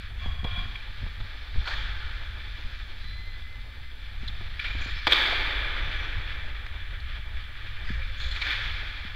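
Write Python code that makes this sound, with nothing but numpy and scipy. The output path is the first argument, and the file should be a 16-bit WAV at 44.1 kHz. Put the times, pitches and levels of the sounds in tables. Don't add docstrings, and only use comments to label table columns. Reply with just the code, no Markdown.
import sys
import numpy as np
from scipy import signal
from scipy.fft import rfft, irfft
from scipy.io import wavfile
from scipy.ndimage import uniform_filter1d

SR = 44100
rng = np.random.default_rng(int(sys.argv[2]) if len(sys.argv) > 2 else 0)


def wav_record(signal):
    frames = np.transpose(np.atleast_2d(signal))
    bounded = np.clip(frames, -1, 1)
    quanta = np.round(bounded * 32767).astype(np.int16)
    wavfile.write(sys.argv[1], SR, quanta)


def boost(x):
    u = np.asarray(x, float) / 20
    return 10 ** u


N = 403515
TIME = np.arange(N) / SR


def unit(x):
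    return x / np.sqrt(np.mean(x ** 2))


def shape(table, hz):
    point_hz, value = np.transpose(table)
    return np.interp(np.log(hz), np.log(point_hz), value)


def band(x, lo_hz, hi_hz, order=2):
    return signal.sosfilt(signal.butter(order, [lo_hz, hi_hz], "bandpass", fs=SR, output="sos"), x)


def around(x, hz, width_hz):
    return band(x, hz - width_hz / 2, hz + width_hz / 2)


def curves(table):
    s, *columns = np.transpose(table)
    return [np.interp(TIME, s, column) for column in columns]


def walk(rate_hz):
    k = int(SR / rate_hz)
    held = np.repeat(rng.standard_normal(N // k + 1), k)
    slewed = uniform_filter1d(uniform_filter1d(held, k), k)
    return unit(slewed[:N])


def steady(x, span_s):
    local_power = uniform_filter1d(x ** 2, int(span_s * SR))
    return unit(x / np.sqrt(local_power + 0.12 * np.mean(x ** 2)))


def swells(peak_s, rise_s, fade_s, db, under=0.):
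    t = TIME[::32]
    late = t - peak_s[:, None]
    rising = -late / np.abs(rise_s)[:, None]
    fading = late / np.abs(fade_s)[:, None]
    fall = np.minimum(np.maximum(rising, fading), 20)
    power = np.sum(boost(db[:, None] - 10 * fall) ** 2, axis=0)
    return np.sqrt(np.interp(TIME, t, power) + under ** 2)


def chips(scatter_db, flicker_db, rate_hz):
    size = boost(scatter_db * uniform_filter1d(rng.exponential(size=N), size=24))
    flicker = boost(flicker_db * walk(rate_hz) + flicker_db * walk(rate_hz * 3))
    return unit(rng.standard_normal(N) * size * flicker)


# time_s, carving_db, edge_brightness_db
SKATING = [(0.0, -46, -10), (0.4, -47.5, -12.5), (0.7, -49, -8), (1.1, -48, -8), (1.64, -43.5, -6.5),
           (2.3, -47, -9.5), (2.6, -46, -8), (3.1, -50, -7), (4.1, -50, -9), (4.56, -48, -9),
           (5.06, -45, -6), (5.95, -37.5, -13), (6.47, -43, -13.5), (6.85, -46, -14), (7.3, -48, -12.5),
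           (7.86, -44.5, -13), (8.17, -43, -10), (9.15, -44, -10.5)]
# full_bite_s, rise_s, fade_s (per 10 dB), carving_db, spray_db
STRIDES = [(0.26, 0.096, 0.13, -45, -67), (0.446, .01, 0, -43, -72), (0.574, 0.027, 0.9, -52.5, -72),
           (0.976, 0.049, -0.14, -45.5, -84), (1.68, 0.026, 0.1, -38, -57), (1.75, .05, 0.8, -47, -69),
           (2.57, .1, 1.5, -57, -73), (3.28, 0.028, 0, -48, -79), (3.53, 0.0075, 0, -48, -84.5),
           (4.21, 0.031, 0.3, -46, -71), (4.597, .002, 0.3, -39, -70), (4.647, .004, 0.7, -40.5, -78),
           (4.84, 0.067, 0.3, -43.5, -66), (6.1, .4, -1, -57, -80), (6.256, .1, 3, -59, -80),
           (7.37, 0.022, 1.3, -47, -80), (7.67, .01, -0.2, -43, -80), (7.9, 0.07, .12, -47, -67),
           (8.2, .03, 0.5, -45, -64), (8.362, .004, 0.14, -39.5, -60), (8.421, 0.01, 0.3, -34.5, -59),
           (8.47, .02, 0.18, -36.5, -70), (8.52, .03, 0.64, -37.5, -70), (7.12, .04, -0.1, -46, -78)]


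def blades():
    effort_db, edge_db = curves(SKATING)
    s, rise_s, fade_s, bite_db, spray_db = np.transpose(STRIDES)
    bite = swells(s, rise_s, fade_s, bite_db, boost(effort_db))
    ice = housing(chips(scatter_db=8.0, flicker_db=0.9, rate_hz=11.0))
    body = unit(band(ice, 1176, 3145, order=3))
    carve = body + boost(edge_db) * unit(band(ice, 4140, 5680))

    crumble = housing(chips(scatter_db=-4.0, flicker_db=3.5, rate_hz=11.0))
    grind = steady(band(crumble, 185, 900), span_s=0.14)
    weight = boost(-58) * (uniform_filter1d(bite, size=4096) / boost(-46)) ** 0.5

    flakes = chips(scatter_db=11.0, flicker_db=-1.0, rate_hz=8.5)
    spray = steady(band(flakes, 3700, 6960, order=4), span_s=0.12)
    spray_gain = swells(s, rise_s, fade_s, spray_db, boost(effort_db - 33))
    return bite * carve + weight * grind + spray_gain * spray


# start_s, length_s,
# centre_hz, width_hz, level_db
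SHAVES = [(1.66, 0.088, 1140, 1030, -40), (1.65, 0.11, 4320, 460, -44), (5.07, 0.44, 4420, 570, -42),
          (4.277, 0.009, 4030, 610, -34.5), (5.069, 0.026, 430, 190, -37.5), (4.66, 0.16, 6900, 400, -71),
          (4.8, .13, 7000, 400, -64), (5.8, 0.24, 5900, 700, -68), (6.0, 0.1, 5740, 560, -67),
          (8.17, 0.16, 6600, 800, -60.5), (8.28, .13, 7000, 600, -64), (8.19, 0.12, 3500, 230, -42.5),
          (8.3, 0.11, 3530, 360, -45), (4.81, .06, 6100, 400, -61), (7.84, .12, 4700, 630, -56),
          (7.859, 0.15, 1800, 530, -43), (8.19, 0.18, 4050, 450, -44), (8.3, 0.14, 3900, 650, -48.5),
          (5.11, .014, 2050, 1700, -32), (5.07, 0.011, 4700, 500, -28), (0.58, 0.14, 210, 90, -53),
          (7, .01, 4000, 900, -48)]


def shaves():
    grain = chips(scatter_db=9.0, flicker_db=3.0, rate_hz=40.)
    out = np.zeros(N)
    for s, length, hz, width_hz, db in SHAVES:
        attack = np.clip((TIME - s) / (0.12 * length), 0, 1)
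        decay = np.exp(-(np.maximum(TIME - s, 0) / length) ** 3)
        out += boost(db) * steady(around(grain, hz, width_hz), span_s=0.038) * attack * decay
    return out


# start_s, peak_db, ring_hz, length_s, hall_db
SLAPS = [(0.4415, -28.5, 3080, 0.0093, 3), (1.2022, -35, 1910, 0.013, -3), (1.675, -25, 3340, 0.0064, 4.5),
         (1.735, -28, 1790, 0.01, -7), (2.125, -42, 1590, 0.0096, 9), (5.0682, -11, 2200, 0.012, 4),
         (7.664, -39, 2920, 0.01, -3), (7.888, -38, 1900, 0.013, -6), (8.1965, -38, 3350, 0.0084, 6.5),
         (8.506, -27, 3350, 0.0037, 3), (3.418, -40, 3500, .006, -12), (3.526, -39, 2300, 0.0044, -8),
         (3.555, -39, 3200, .006, -8), (4.663, -30, 3400, 0.0066, -12), (4.787, -40, 1900, .005, 0),
         (4.823, -30, 1700, .006, -8)]
# start_s, peak_db, ring_hz, length_s, hall_db
CLACKS = [
    (4.643, -28.5, 2800, 0.0087, -7),
    (5.1205, -10, 3430, 0.009, -6.5),
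    (5.131, -7.5, 3400, 0.0039, -26),
    (6.6636, -29.5, 1800, 0.0057, -1.5),
    (8.4175, -22.5, 2320, 0.0084, -2),
    (8.465, -27, 1690, 0.015, -7),
]
# start_s, peak_db, ring_hz, length_s, hall_db
PINGS = [(1.653, -36.5, 1410, 0.019, -4), (1.675, -33, 1440, .012, -13), (1.706, -35, 1650, 0.017, -10),
         (4.2805, -35.5, 3700, 0.012, -8.5), (7.369, -43.5, 2300, .012, -14),
         (8.017, -40, 2350, 0.016, -11), (8.361, -32, 2220, 0.0081, -3.5),
         (4.593, -28.5, 2370, 0.009, -3.5), (5.325, -23.5, 640, 0.011, -34),
         (8.414, -27.5, 4250, 0.015, -6), (8.419, -29.5, 2230, 0.0095, -5), (4.648, -33.5, 2370, .028, -18),
         (4.594, -36.5, 3000, .01, -12), (1.733, -37, 1700, .01, -9), (0.753, -37, 2370, .008, -15),
         (3.914, -49.5, 3360, 0.0086, 1), (4.975, -41, 1300, .01, -7), (1.6, -43, 3400, 0.009, -27),
         (4.815, -35.5, 2400, 0.011, -18)]


def cracks():
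    near, far = np.zeros(N), np.zeros(N)
    t = TIME[:2048]

    def add_ring(x, hz, ring_db):
        return x + boost(ring_db) * 3 * band(x, hz / 1.06, hz * 1.06, order=1)

    for blows, ring_db in ((SLAPS, -15.5), (CLACKS, -3), (PINGS, 29)):
        for s, db, hz, length, hall_db in blows:
            length = max(length, 0.001)
            envelope = np.clip(t / 0.00073, 0, 1) * np.exp(-(t / length) ** 3 - t / 0.09)
            burst = add_ring(rng.standard_normal(len(t)) * envelope, hz, ring_db)
            blow = add_ring(signal.unit_impulse(len(t)), hz, ring_db)
            i = int(s * SR)
            near[i:i + len(t)] += boost(db) * burst * np.sqrt(length * SR / np.sum(burst ** 2))
            far[i:i + len(t)] += boost(db + hall_db) * blow * np.sqrt(length * SR / np.sum(blow ** 2))
    return housing(boost(-8.5) * near + boost(-9.0) * hall(far))


# start_s, peak_db, pitch_hz, t60_s, tap_db
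JOLTS = [(0.256, -30.5, 204, 0.028, -1), (0.428, -34, 172, 0.043, -8), (0.442, -23, 176, 0.021, -5.5),
         (0.571, -41.5, 199, 0.13, -11), (1.026, -38, 237, 0.035, -14.5), (1.062, -39, 172, 0.029, 1),
         (1.198, -41, 238, 0.025, -1), (1.555, -37, 172, 0.039, -1), (3.038, -47, 213, 0.037, -8),
         (4.228, -36.5, 230, 0.03, -9), (4.292, -42, 172, 0.04, -11), (4.404, -41.5, 365, 0.033, 1),
         (4.692, -47, 172, 0.04, -11), (4.747, -35, 256, 0.033, -2), (4.805, -42, 275, 0.031, -4),
         (4.856, -36, 245, 0.029, -3), (4.958, -47, 173, 0.043, -1), (5.067, -26, 327, 0.04, 10.5),
         (6.165, -54, 169, 0.033, -8), (7.832, -47, 172, 0.04, -10), (7.899, -27.5, 205, 0.036, -20),
         (7.949, -50, 172, 0.04, -3), (9.046, -35.5, 204, 0.031, -18)]


def jolts():
    out, t = np.zeros(N + 8192), TIME[:8192]
    thud = np.sin(2 * np.pi * 96 * t) * boost(-60 * t / 0.094) * np.clip(t / 0.0077, 0, 1)
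    for s, db, hz, t60, tap_db in JOLTS:
        noise = rng.standard_normal(len(t))
        swing = np.sin(2 * np.pi * hz * t * (1 - 1.0 * t)) * boost(-60 * t / t60)
        swing = swing * np.clip(t / 0.0026, 0, 1)
        contact = (1 + 0.54 * noise) * np.exp(-t / 0.00015)
        scuff = 0.31 * noise * np.exp(-t / 0.015)
        tap = band(contact + scuff, 350, 1170)
        tap = tap / np.max(np.abs(tap))
        i = int((s + 0.00315) * SR)
        out[i:i + len(t)] += boost(db) * (2.0 * swing - boost(-3.5) * thud + boost(tap_db) * tap)
    return out[:N]


def tone(table, wobble, flutter_db):
    hz, db = curves(table)
    inside_s = np.minimum(TIME - table[0][0], table[-1][0] - TIME)
    gate = np.clip(inside_s / 0.017, 0, 1)
    phase = 2 * np.pi * np.cumsum(hz * (1 + wobble * walk(60.))) / SR
    return np.sqrt(2) * gate * boost(db + flutter_db * walk(35.)) * np.sin(phase)


# time_s, pitch_hz, level_db
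SQUEAL_LOW = [(3.03, 1990, -61), (3.05, 1995, -55), (3.1, 2005, -56), (3.12, 2010, -64), (3.14, 2015, -53),
              (3.17, 2025, -57), (3.19, 2029, -48.5), (3.24, 2040, -57), (3.28, 2044, -46.5),
              (3.32, 2022, -56), (3.364, 2008, -49), (3.415, 2025, -62), (3.44, 2036, -51.5),
              (3.545, 2036, -50.5), (3.58, 2056, -56), (3.7, 2045, -63), (3.81, 2030, -63),
              (3.84, 2056, -53), (3.9, 2040, -60), (3.96, 2050, -62)]
# time_s, pitch_hz, level_db
SQUEAL_HIGH = [(3.0, 3990, -62), (3.02, 3996, -54), (3.128, 4050, -50), (3.206, 4080, -54),
               (3.27, 4095, -57), (3.355, 4090, -58), (3.375, 4100, -66)]
# time_s, pitch_hz, level_db
SQUEAL_THIN = [(4.939, 5210, -58), (4.958, 5200, -55), (5.0, 5170, -57), (5.015, 5200, -66)]
# time_s, pitch_hz, level_db
SQUEAL_DULL = [(7.95, 510.1, -74), (7.99, 530.8, -64), (8.07, 529, -68), (8.1, 535, -62), (8.18, 521, -67),
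               (8.28, 536, -63), (8.33, 539.5, -77)]


def squeals():
    low = boost(1.5) * tone(SQUEAL_LOW, wobble=0.00597, flutter_db=1.2)
    high = tone(SQUEAL_HIGH, wobble=0.0013, flutter_db=1.0)
    thin = tone(SQUEAL_THIN, wobble=0.0013, flutter_db=1.0)
    dull = tone(SQUEAL_DULL, wobble=0.0075, flutter_db=4.0)
    return low + high + thin + dull


# pitch_hz, width_hz, level_db, lower_group (0-1, over 0.5 is lower)
CAGE_BARS = [
    (3330, 63, 2, 0),
    (4740, 19, -18, 0),
    (2370, 49, -1, 1),
    (1530, 20, -24, 1),
    (1420, 15, -9.5, 1),
    (1090, 85, -6, 0.41),
    (724, 65, -11.5, 0),
]
# peak_s, fade_s (per 10 dB), upper_bars_db, lower_bars_db
CAGE_KNOCKS = [(0.214, 0.13, -46, -57), (0.265, 0.12, -46, -56), (0.386, -0.05, -49, -55),
               (0.446, 0.13, -43.5, -46), (0.515, 0.06, -49, -42), (0.565, 0.07, -38.5, -42),
               (0.59, 0.07, -46, -44), (0.65, .04, -56, -48), (0.715, 0, -50, -47), (0.755, 0.03, -48, -45),
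               (.81, 0, -54, -46)]


def cage():
    s, fade_s, upper_db, lower_db = np.transpose(CAGE_KNOCKS)
    rise_s = np.full(len(s), 0.009)
    upper_shake = swells(s, rise_s, fade_s, upper_db)
    lower_shake = swells(s, rise_s, fade_s, lower_db)
    buzz = chips(scatter_db=-10.0, flicker_db=-0.5, rate_hz=25.)
    out = np.zeros(N)
    for hz, width_hz, db, lower in CAGE_BARS:
        shake = lower_shake if lower > 0.5 else upper_shake
        out += boost(db) * shake * steady(around(buzz, hz, width_hz), span_s=0.053)
    return out


# frequency_hz, level_db
RUMBLE = [(2.4, -12), (4.0, 3), (16, -2.5), (42, -4.5), (71, -6), (103, -8.5), (135, -22.5), (160, -27.5),
          (269, -23), (300, -34), (390, -33), (660, -120)]
# time_s, rumble_db
DRAUGHT = [(0.0, -35), (0.7, -42), (1.4, -37), (1.65, -42), (1.75, -30.5), (2.1, -32.5), (2.3, -36),
           (2.9, -35.5), (3.15, -34), (3.87, -39), (4.5, -38), (5.17, -38.5), (5.7, -33.5), (6.5, -36),
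           (7.1, -32.5), (7.5, -40), (7.7, -33), (8.2, -35.5), (8.8, -37)]
# peak_s, rumble_db, fade_s (per 10 dB), upper_rumble_db (relative)
GUSTS = [(0.003, -29, 0, -7), (0.28, -26, 0.11, -9.5), (0.43, -29.5, 0.08, -4), (0.6, -29.5, 0.17, -5.5),
         (0.9, -30, 0.04, -18), (1.04, -28, 0.05, -6), (1.21, -32.5, 0.07, -7),
         (1.58, -17.5, 0.0341, -11.5), (2.45, -40, 0, -6), (2.65, -28, -0.02, -10.5), (3.03, -24.5, 0, -11),
         (4.02, -43, -1.1, -18), (4.21, -32, 0.13, -8), (4.42, -31, 0.16, -7), (4.77, -27.5, 0.12, -12.5),
         (4.94, -24.5, 0.03, -14), (5.08, -35, 0, -2), (5.25, -25, 0, -14), (5.4, -27, -0.03, -12),
         (5.6, -33, -1, -22), (5.85, -28.5, -0.06, -8.5), (6.01, -37, -0.5, -13), (6.17, -26.5, -0.03, -5),
         (6.43, -33.5, -0.2, -9), (7.36, -29.5, 0.1, -13), (7.95, -31, -0.22, -10.5),
         (8.02, -32, -0.2, -23), (8.28, -27, -0.1, -22), (8.42, -28.5, 0, -10), (8.7, -33.5, -0.23, -6.5),
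         (8.85, -30, 0, -10), (9.05, -27, 0, -6)]


def air():
    draught = boost(curves(DRAUGHT)[0])
    s, db, fade_s, upper_db = np.transpose(GUSTS)
    rise_s = 0.82 * fade_s
    hz = np.fft.rfftfreq(N, 1 / SR) + 1e-3
    rumble = irfft(rfft(rng.standard_normal(N)) * boost(shape(RUMBLE, hz)), N)
    low = unit(band(steady(band(rumble, 3.84, 63.5), span_s=0.089), 2, 79))
    upper = steady(band(rumble, 62.8, 240), span_s=0.057) * boost(1.76 * walk(25.))
    upper = unit(band(upper, 45, 197))
    low_gain = swells(s, rise_s, fade_s, db, draught)
    upper_gain = swells(s, rise_s, fade_s, db + upper_db, draught * boost(-11))
    hum = boost(-66) * unit(around(rumble, 247.4, 42))
    settling = boost(-30) * np.exp(-TIME / 0.004)
    return hum + settling + low_gain * low + upper_gain * upper


# frequency_hz, level_db
HOUSING = [(120, -38), (220, -15.5), (300, -7), (465, -9.5), (576, -6.5), (661, -9.5), (858, -5.5),
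           (1080, -6.5), (1680, 0), (2020, -1), (2360, -4.5), (2880, -4), (3460, 3.5), (5570, -23),
           (7800, -34), (10100, -58.5), (17200, -120)]
# centre_hz, width_hz, level_db
CAVITY = [(864, 29, 4), (1197, 90, 4.5), (1445, 80, 1), (1727, 203, 4), (2352, 160, 9.5), (2800, 140, -2),
          (3224, 85, 2), (3445, 84, 3.5), (3630, 56, 2), (4330, 120, 2)]


def housing(x, size=2048):
    hz = np.fft.rfftfreq(size, 1 / SR) + 1
    db = shape(HOUSING, hz)
    for peak_hz, width_hz, peak_db in CAVITY:
        db = db + peak_db / (1 + (2 * (hz - peak_hz) / width_hz) ** 2)
    cepstrum = irfft(np.log(boost(np.maximum(db, -70))))
    cepstrum[1:size // 2] *= 2
    cepstrum[size // 2 + 1:] = 0
    response = irfft(np.exp(rfft(cepstrum)))
    return signal.fftconvolve(x, response / np.sqrt(np.sum(response ** 2)))[:N]


# frequency_hz, t60_s
HALL_T60 = [(250, 4.5), (500, 4.1), (1000, 3.26), (2000, 3.66), (4000, 2.1), (8000, 1.2)]


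def hall(x):
    t = TIME[:3 * SR]
    tail = np.zeros(len(t))
    for hz in 200 * 2 ** (np.arange(17) / 3):
        third = band(rng.standard_normal(len(t)), hz / 1.17, hz * 1.116, order=1)
        tail += third * boost(-60 * t / shape(HALL_T60, hz))
    build_up = 0.29 + 0.66 * (1 - np.exp(-(t / 0.046) ** 3))
    early_fall = 1 + 0.22 * np.exp(-t / 1.1)
    tail = tail * build_up * early_fall * boost(0.085 * walk(13.5)[:len(t)])
    return signal.fftconvolve(x, tail / np.sqrt(np.sum(tail ** 2)))[:N]


def scene():
    mono = blades() + shaves() + cracks() + jolts() + squeals() + cage() + air()
    return np.array([mono, mono])


def following_hiss(dry):
    power = (2.5 * np.diff(band(dry[0], 500, 6000), prepend=0)) ** 2
    loudness = np.sqrt(uniform_filter1d(power, size=24) + 1e-12)
    before = np.sqrt(uniform_filter1d(power, size=512, origin=255) + 1e-12)
    floor = boost(-67)
    follow = boost(-26) * loudness ** 1.143
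    flare = boost(-25) * np.maximum(loudness - 1.8 * before, 0)
    hiss = rng.standard_normal(dry.shape) * np.sqrt(floor ** 2 + follow ** 2 + flare ** 2)
    return signal.sosfilt(signal.butter(1, 900, "highpass", fs=SR, output="sos"), hiss)


def roll_off(x):
    return signal.sosfilt(signal.butter(12, 15770, fs=SR, output="sos"), x)


def record(dry):
    uneven = boost(-46) * band(dry[0], 10, 300, order=1) * np.array([[1], [-1]])
    mix = dry + following_hiss(dry) + uneven
    top_cut = signal.ellip(10, 0.2, 60, 15750, fs=SR, output="sos")
    mix = signal.sosfilt(top_cut, mix) - 0.0008
    return roll_off(mix)


dry = scene()
out = record(dry)
wav_record(out)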